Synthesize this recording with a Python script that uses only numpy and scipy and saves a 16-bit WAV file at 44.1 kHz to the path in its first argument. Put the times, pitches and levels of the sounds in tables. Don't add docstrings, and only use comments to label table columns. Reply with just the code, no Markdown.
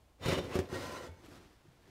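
import sys
import numpy as np
from scipy import signal
from scipy.fft import rfft, irfft, next_fast_len
from scipy.io import wavfile
from scipy.ndimage import map_coordinates

SR = 44100
rng = np.random.default_rng(int(sys.argv[2]) if len(sys.argv) > 2 else 0)


def gain_from_db(level_db):
    decades = np.asarray(level_db, float) / 20
    return 10 ** decades


def log_audio(samples):
    frames = np.atleast_2d(samples).T
    limited = np.clip(frames, -1, 1)
    pcm = np.round(limited * 32767).astype(np.int16)
    wavfile.write(sys.argv[1], SR, pcm)


N = 83790
RING_TIME_S = np.arange(SR // 2) / SR


def unit(x):
    return x / np.sqrt(np.mean(x ** 2) + 1e-20)


def along(points, hz):
    point_hz, value = np.transpose(points)
    return np.interp(np.log(hz + 1), np.log(point_hz + 1), value)


def curves(rows):
    start_s, level_db, *others = np.transpose(rows)
    t = np.arange(N) / SR
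    level = np.interp(t, start_s, level_db, -120, -120)
    return level, *[np.interp(t, start_s, column) for column in others]


def wobble(rate):
    knot = np.arange(N) * np.clip(rate, 0, 200) / SR
    return map_coordinates(rng.standard_normal(400), [knot])


def filtered(x, response):
    size = next_fast_len(N + SR // 2)
    return irfft(rfft(x, size) * response(np.fft.rfftfreq(size, 1 / SR)), size)[:N]


def coloured(x, spectrum):
    return unit(filtered(x, lambda hz: gain_from_db(along(spectrum, hz))))


def resonant(x, peaks):
    def response(f):
        total = 0
        for k, (centre, width, db) in enumerate(peaks):
            damping = 1j * f * width
            total = total + (-1) ** k * gain_from_db(db) * damping / (centre ** 2 - f ** 2 + damping)
        return total
    return filtered(x, response)


def grit(per_s, spread_db, hiss):
    contact = rng.random(N) < per_s / SR
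    size = gain_from_db(spread_db * np.minimum(rng.exponential(size=N), 3))
    hits = contact * size * rng.standard_normal(N)
    return unit(unit(hits) + hiss * rng.standard_normal(N))


def ring(modes, attack_s):
    t = RING_TIME_S
    total = 0
    for hz, db, t60 in modes:
        decay = gain_from_db(db + rng.normal(0, 1) - 60 * t / t60)
        total = total + decay * np.sin(2 * np.pi * hz * t)
    return (1 - np.exp(-t / attack_s)) * total


def placed(events):
    out = np.zeros(N + SR)
    for start_s, sound in events:
        out[round(start_s * SR):][:len(sound)] += sound
    return out[:N]


def kitchen_air():
    # hz, level_db
    air_spectrum = [(20, -4.5), (40, 2.5), (72, 3), (200, -8.5), (870, -12), (1500, -21.5), (3000, -22),
                    (15600, -34.5)]
    return gain_from_db(-68 + 1.2 * wobble(5)) * coloured(rng.standard_normal(N), air_spectrum)


def kitchen(x):
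    # hz, t60_s
    room_decay = [(100, .2), (1000, .22), (10000, .13)]
    hz, t, z = signal.stft(rng.standard_normal(SR // 2), SR, nperseg=256)
    decay = gain_from_db(-60 * t / along(room_decay, hz)[:, None])
    tail = signal.istft(z * decay, SR, nperseg=256)[1]
    delayed = np.pad(x, (300, 0))
    return signal.fftconvolve(delayed, tail / np.linalg.norm(tail))[:N]


def cooling_ticks():
    # start_s, level_db
    tick_events = [
        (1.259, -60),
        (1.288, -62),
        (1.304, -66),
    ]
    modes = [(11800 * k, 0, .012) for k in (.87, .96, 1.07)]
    return placed([(s, gain_from_db(db) * ring(modes, 0.00084)) for s, db in tick_events])


def cloth():
    # start_s, rustle_db, fold_weight_db
    handling = [
        (1.17, -71, 8),
        (1.192, -70, 0),
        (1.26, -59.5, 0.5),
        (1.272, -65, 5),
        (1.362, -58, -0.5),
        (1.392, -64, 2.5),
        (1.628, -73, -5.5),
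        (1.78, -74, 0.5),
        (1.9, -67, -3.5),
    ]
    # hz, level_db
    fibre_spectrum = [(350, -91), (600, -2.5), (634, -6), (1760, -8.5), (2310, -12), (4690, -15.5),
                      (15600, -31)]
    # hz, level_db
    fold_spectrum = [(24, -71), (40, -0.5), (249, -5.5), (301, -3), (368, -6), (800, -19.5), (1040, -39),
                     (1760, -120)]
    rustle_db, fold_db = curves(handling)
    fibres = coloured(grit(1200, spread_db=2, hiss=1.7), fibre_spectrum) * gain_from_db(.8 * wobble(40))
    fold_level = gain_from_db(fold_db + 3 + 1.4 * wobble(25))
    folds = coloured(grit(800, spread_db=2, hiss=1.3), fold_spectrum) * fold_level
    return gain_from_db(rustle_db) * (fibres + folds)


def bumps():
    # start_s, level_db, pitch_hz
    soft_contacts = [(0.029, -56, 68), (.085, -64, 69.4), (0.206, -46.5, 100), (0.255, -25.5, 114),
                     (0.802, -35, 103), (1.089, -39.5, 85.5), (1.24, -42, 320), (1.282, -41, 294),
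                     (1.64, -54, 152), (1.651, -48, 336), (1.666, -54, 109), (1.68, -47.5, 164),
                     (1.7, -54, 130), (1.877, -47, 400)]
    events = []
    for start_s, db, hz in soft_contacts:
        t60 = 14 / hz
        modes = [(hz, 0, t60), (1.4 * hz, -9, t60 / 2)]
        events.append((start_s, gain_from_db(db) * ring(modes, .005)))
    return placed(events)


def singing_wires():
    # start_s, level_db, pitch_hz, t60_s
    sung_notes = [
        (.265, -34, 2950, 0.089),
        (.385, -47, 3050, 0.087),
        (0.523, -46.5, 2616, 0.24),
        (1.09, -66, 2210, 0.49),
        (1.08, -58.5, 889, 0.35),
        (1.17, -75, 6260, 0.36),
        (1.31, -76, 13800, .2),
    ]
    events = []
    for start_s, db, hz, t60 in sung_notes:
        modes = [(hz, 0, t60), (1.012 * hz, -7, t60)]
        events.append((start_s, gain_from_db(db) * ring(modes, .006)))
    return placed(events)


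def knocks():
    # start_s, peak_db, boom_db, crack_db
    ridge_blows = [(0.215, -37, -6, -2), (0.2589, -34, 21, 22), (0.283, -17.5, 3, 7), (0.29, -19, 7, -2),
                   (0.303, -40, 22, 4), (0.3257, -14, 1, -21), (0.332, -28, 4, 10), (0.37, -41, 22, -18),
                   (.377, -55, -19, -4), (.3833, -26, 8, 1), (.4, -27, 3.5, -18), (.5544, -15.5, 3.5, 0.5),
                   (0.5892, -14, 1.5, 3), (0.6006, -29, -12, 6.5), (0.7271, -24, 1, 0),
                   (0.925, -37.5, 10.5, 14), (1.034, -35, -6, 2)]
    # pitch_hz, level_db, t60_s
    box_modes = [(86, -11, .14), (120, -9, .05), (160, -6, .05)]
    # pitch_hz, level_db, t60_s
    panel_modes = [(290, -9, .045), (380, 0, .065), (450, 3, .012), (530, -8, .025), (670, -7, .022),
                   (900, -12, .015)]
    # hz, level_db
    crack_spectrum = [(590, -14), (1000, -2.5), (2880, -9.5), (3700, -14.5), (5110, -11.5), (15600, -26)]
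    t = RING_TIME_S
    crack_decay = gain_from_db(-60 * t / .03) + .1 * gain_from_db(-60 * t / .12)
    bodies, cracks = [], []
    for start_s, db, boom_db, crack_db in ridge_blows:
        boom = gain_from_db(boom_db) * ring(box_modes, 0.0024)
        panel = ring(panel_modes, 0.0018)
        bodies.append((start_s, gain_from_db(db - 6.5) * (boom - panel)))
        cracks.append((start_s, gain_from_db(db - 26 + crack_db) * crack_decay))
    wires = coloured(grit(5000, spread_db=2, hiss=1.2), crack_spectrum)
    return placed(bodies) + placed(cracks) * wires


def pull(stroke, scrape, wires, wire_db, sheet_db, box_db):
    # pitch_hz, width_hz, level_db
    sheet_peaks = [(258, 28, 0), (369.5, 63, -3), (419.8, 17.7, 1), (522, 74, 0.5), (601, 32.5, -2),
                   (637, 60, -8.5), (894, 62, -18.5)]
    # pitch_hz, width_hz, level_db
    box_peaks = [(86, 40, 0), (118, 45, 0), (160, 50, -4)]
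    load_max_db = 5
    friction_db, sheet_load_db, box_load_db = curves(stroke)
    rough = grit(5000, spread_db=1, hiss=.9) * gain_from_db(0.68 * wobble(40.23))
    force = gain_from_db(friction_db) * rough
    hiss = gain_from_db(friction_db) * coloured(rough, scrape)
    sing = 0
    for k in range(4):
        group = [(hz, max(width, 45), db) for hz, width, db in wires[k::4]]
        sing = sing + resonant(force * gain_from_db(2.5 * wobble(30)), group)
    sheet_force = gain_from_db(friction_db + np.minimum(sheet_load_db, load_max_db))
    sheet = resonant(sheet_force * grit(1500, spread_db=-0.5, hiss=0.85), sheet_peaks)
    box_force = gain_from_db(friction_db + np.minimum(box_load_db, load_max_db))
    box = resonant(box_force * rng.standard_normal(N), box_peaks)
    return hiss + gain_from_db(wire_db) * sing + gain_from_db(sheet_db) * sheet + gain_from_db(box_db) * box


def sliding_rack():
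    # start_s, friction_db, panel_load_db, box_load_db
    first_stroke = [
        (0.18, -86, 10, 16),
        (0.228, -52, 3.5, -1),
        (0.268, -42, -1, -6),
        (0.324, -38.5, -2, -39),
        (0.366, -45, 0, -6),
        (0.39, -44, 8.5, -21),
        (0.402, -54.5, 2, 6.5),
        (0.45, -54, 7.5, 35),
    ]
    first_stroke_end = [
        (0.45, -54, 3, 8),
        (0.486, -56.5, 3.5, 15),
        (0.562, -42, -5.5, -16),
        (0.578, -50, 9.5, -9),
        (0.592, -47, -7.5, 27),
        (0.624, -58.5, 7, 13),
        (0.68, -62.5, 8, -8),
        (0.69, -74, 11, -3),
    ]
    second_stroke = [
        (0.685, -63, 5, 21),
        (0.741, -50, 1.5, -3),
        (0.859, -49.5, -3, -4),
        (1.065, -56.5, 1.5, -6.5),
        (1.107, -70.5, 6.5, 10),
        (1.2, -77, 1, -12),
    ]
    # hz, level_db
    first_scrape = [(350, -43), (600, -16), (767, -11), (1060, -3.5), (1250, -9), (2990, -13),
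                    (15600, -35.5)]
    second_scrape = [(350, -50), (600, -8), (756, -8.5), (1020, -3), (1220, -11), (4040, -13), (15600, -31)]
    # pitch_hz, width_hz, level_db
    first_wires = [(1045, 82, -17), (1390, 40, -23), (1985, 49, -6), (2303, 32, -11), (2927, 36, 0),
                   (3063, 50, 0), (3620, 50, 1), (3870, 85, -6), (5300, 45, -15), (5600, 120, -16.5),
                   (6840, 130, -18), (9600, 240, -28)]
    second_wires = [(1030, 60, -4), (1380, 60, -2), (1520, 70, -5), (1860, 75, -5), (2200, 50, -6),
                    (3020, 55, -6), (3440, 55, -7), (4020, 55, -6), (5050, 90, -14), (6100, 70, -14),
                    (7010, 80, -20), (8360, 100, -22), (9400, 150, -19)]
    first = pull(first_stroke, first_scrape, first_wires, wire_db=15.5, sheet_db=24, box_db=30.5)
    first_end = pull(first_stroke_end, first_scrape, first_wires, wire_db=10, sheet_db=25, box_db=26)
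    second = pull(second_stroke, second_scrape, second_wires, wire_db=17.5, sheet_db=25.5, box_db=30.5)
    return first + first_end + second


def scene():
    low_cut_hz = 45
    oven = filtered(sliding_rack() + knocks(), lambda f: (1j * f / (low_cut_hz + 1j * f)) ** 2)
    near = oven + bumps() + singing_wires() + cooling_ticks() + cloth()
    return (near + gain_from_db(-14) * kitchen(near) + kitchen_air())[None]


def roll_off(x):
    return signal.sosfilt(signal.butter(12, 15700, fs=SR, output="sos"), x)


def record(dry):
    mix = filtered(dry[0], lambda f: f < 15750)[None]
    return roll_off(mix)


dry = scene()
out = record(dry)
log_audio(out)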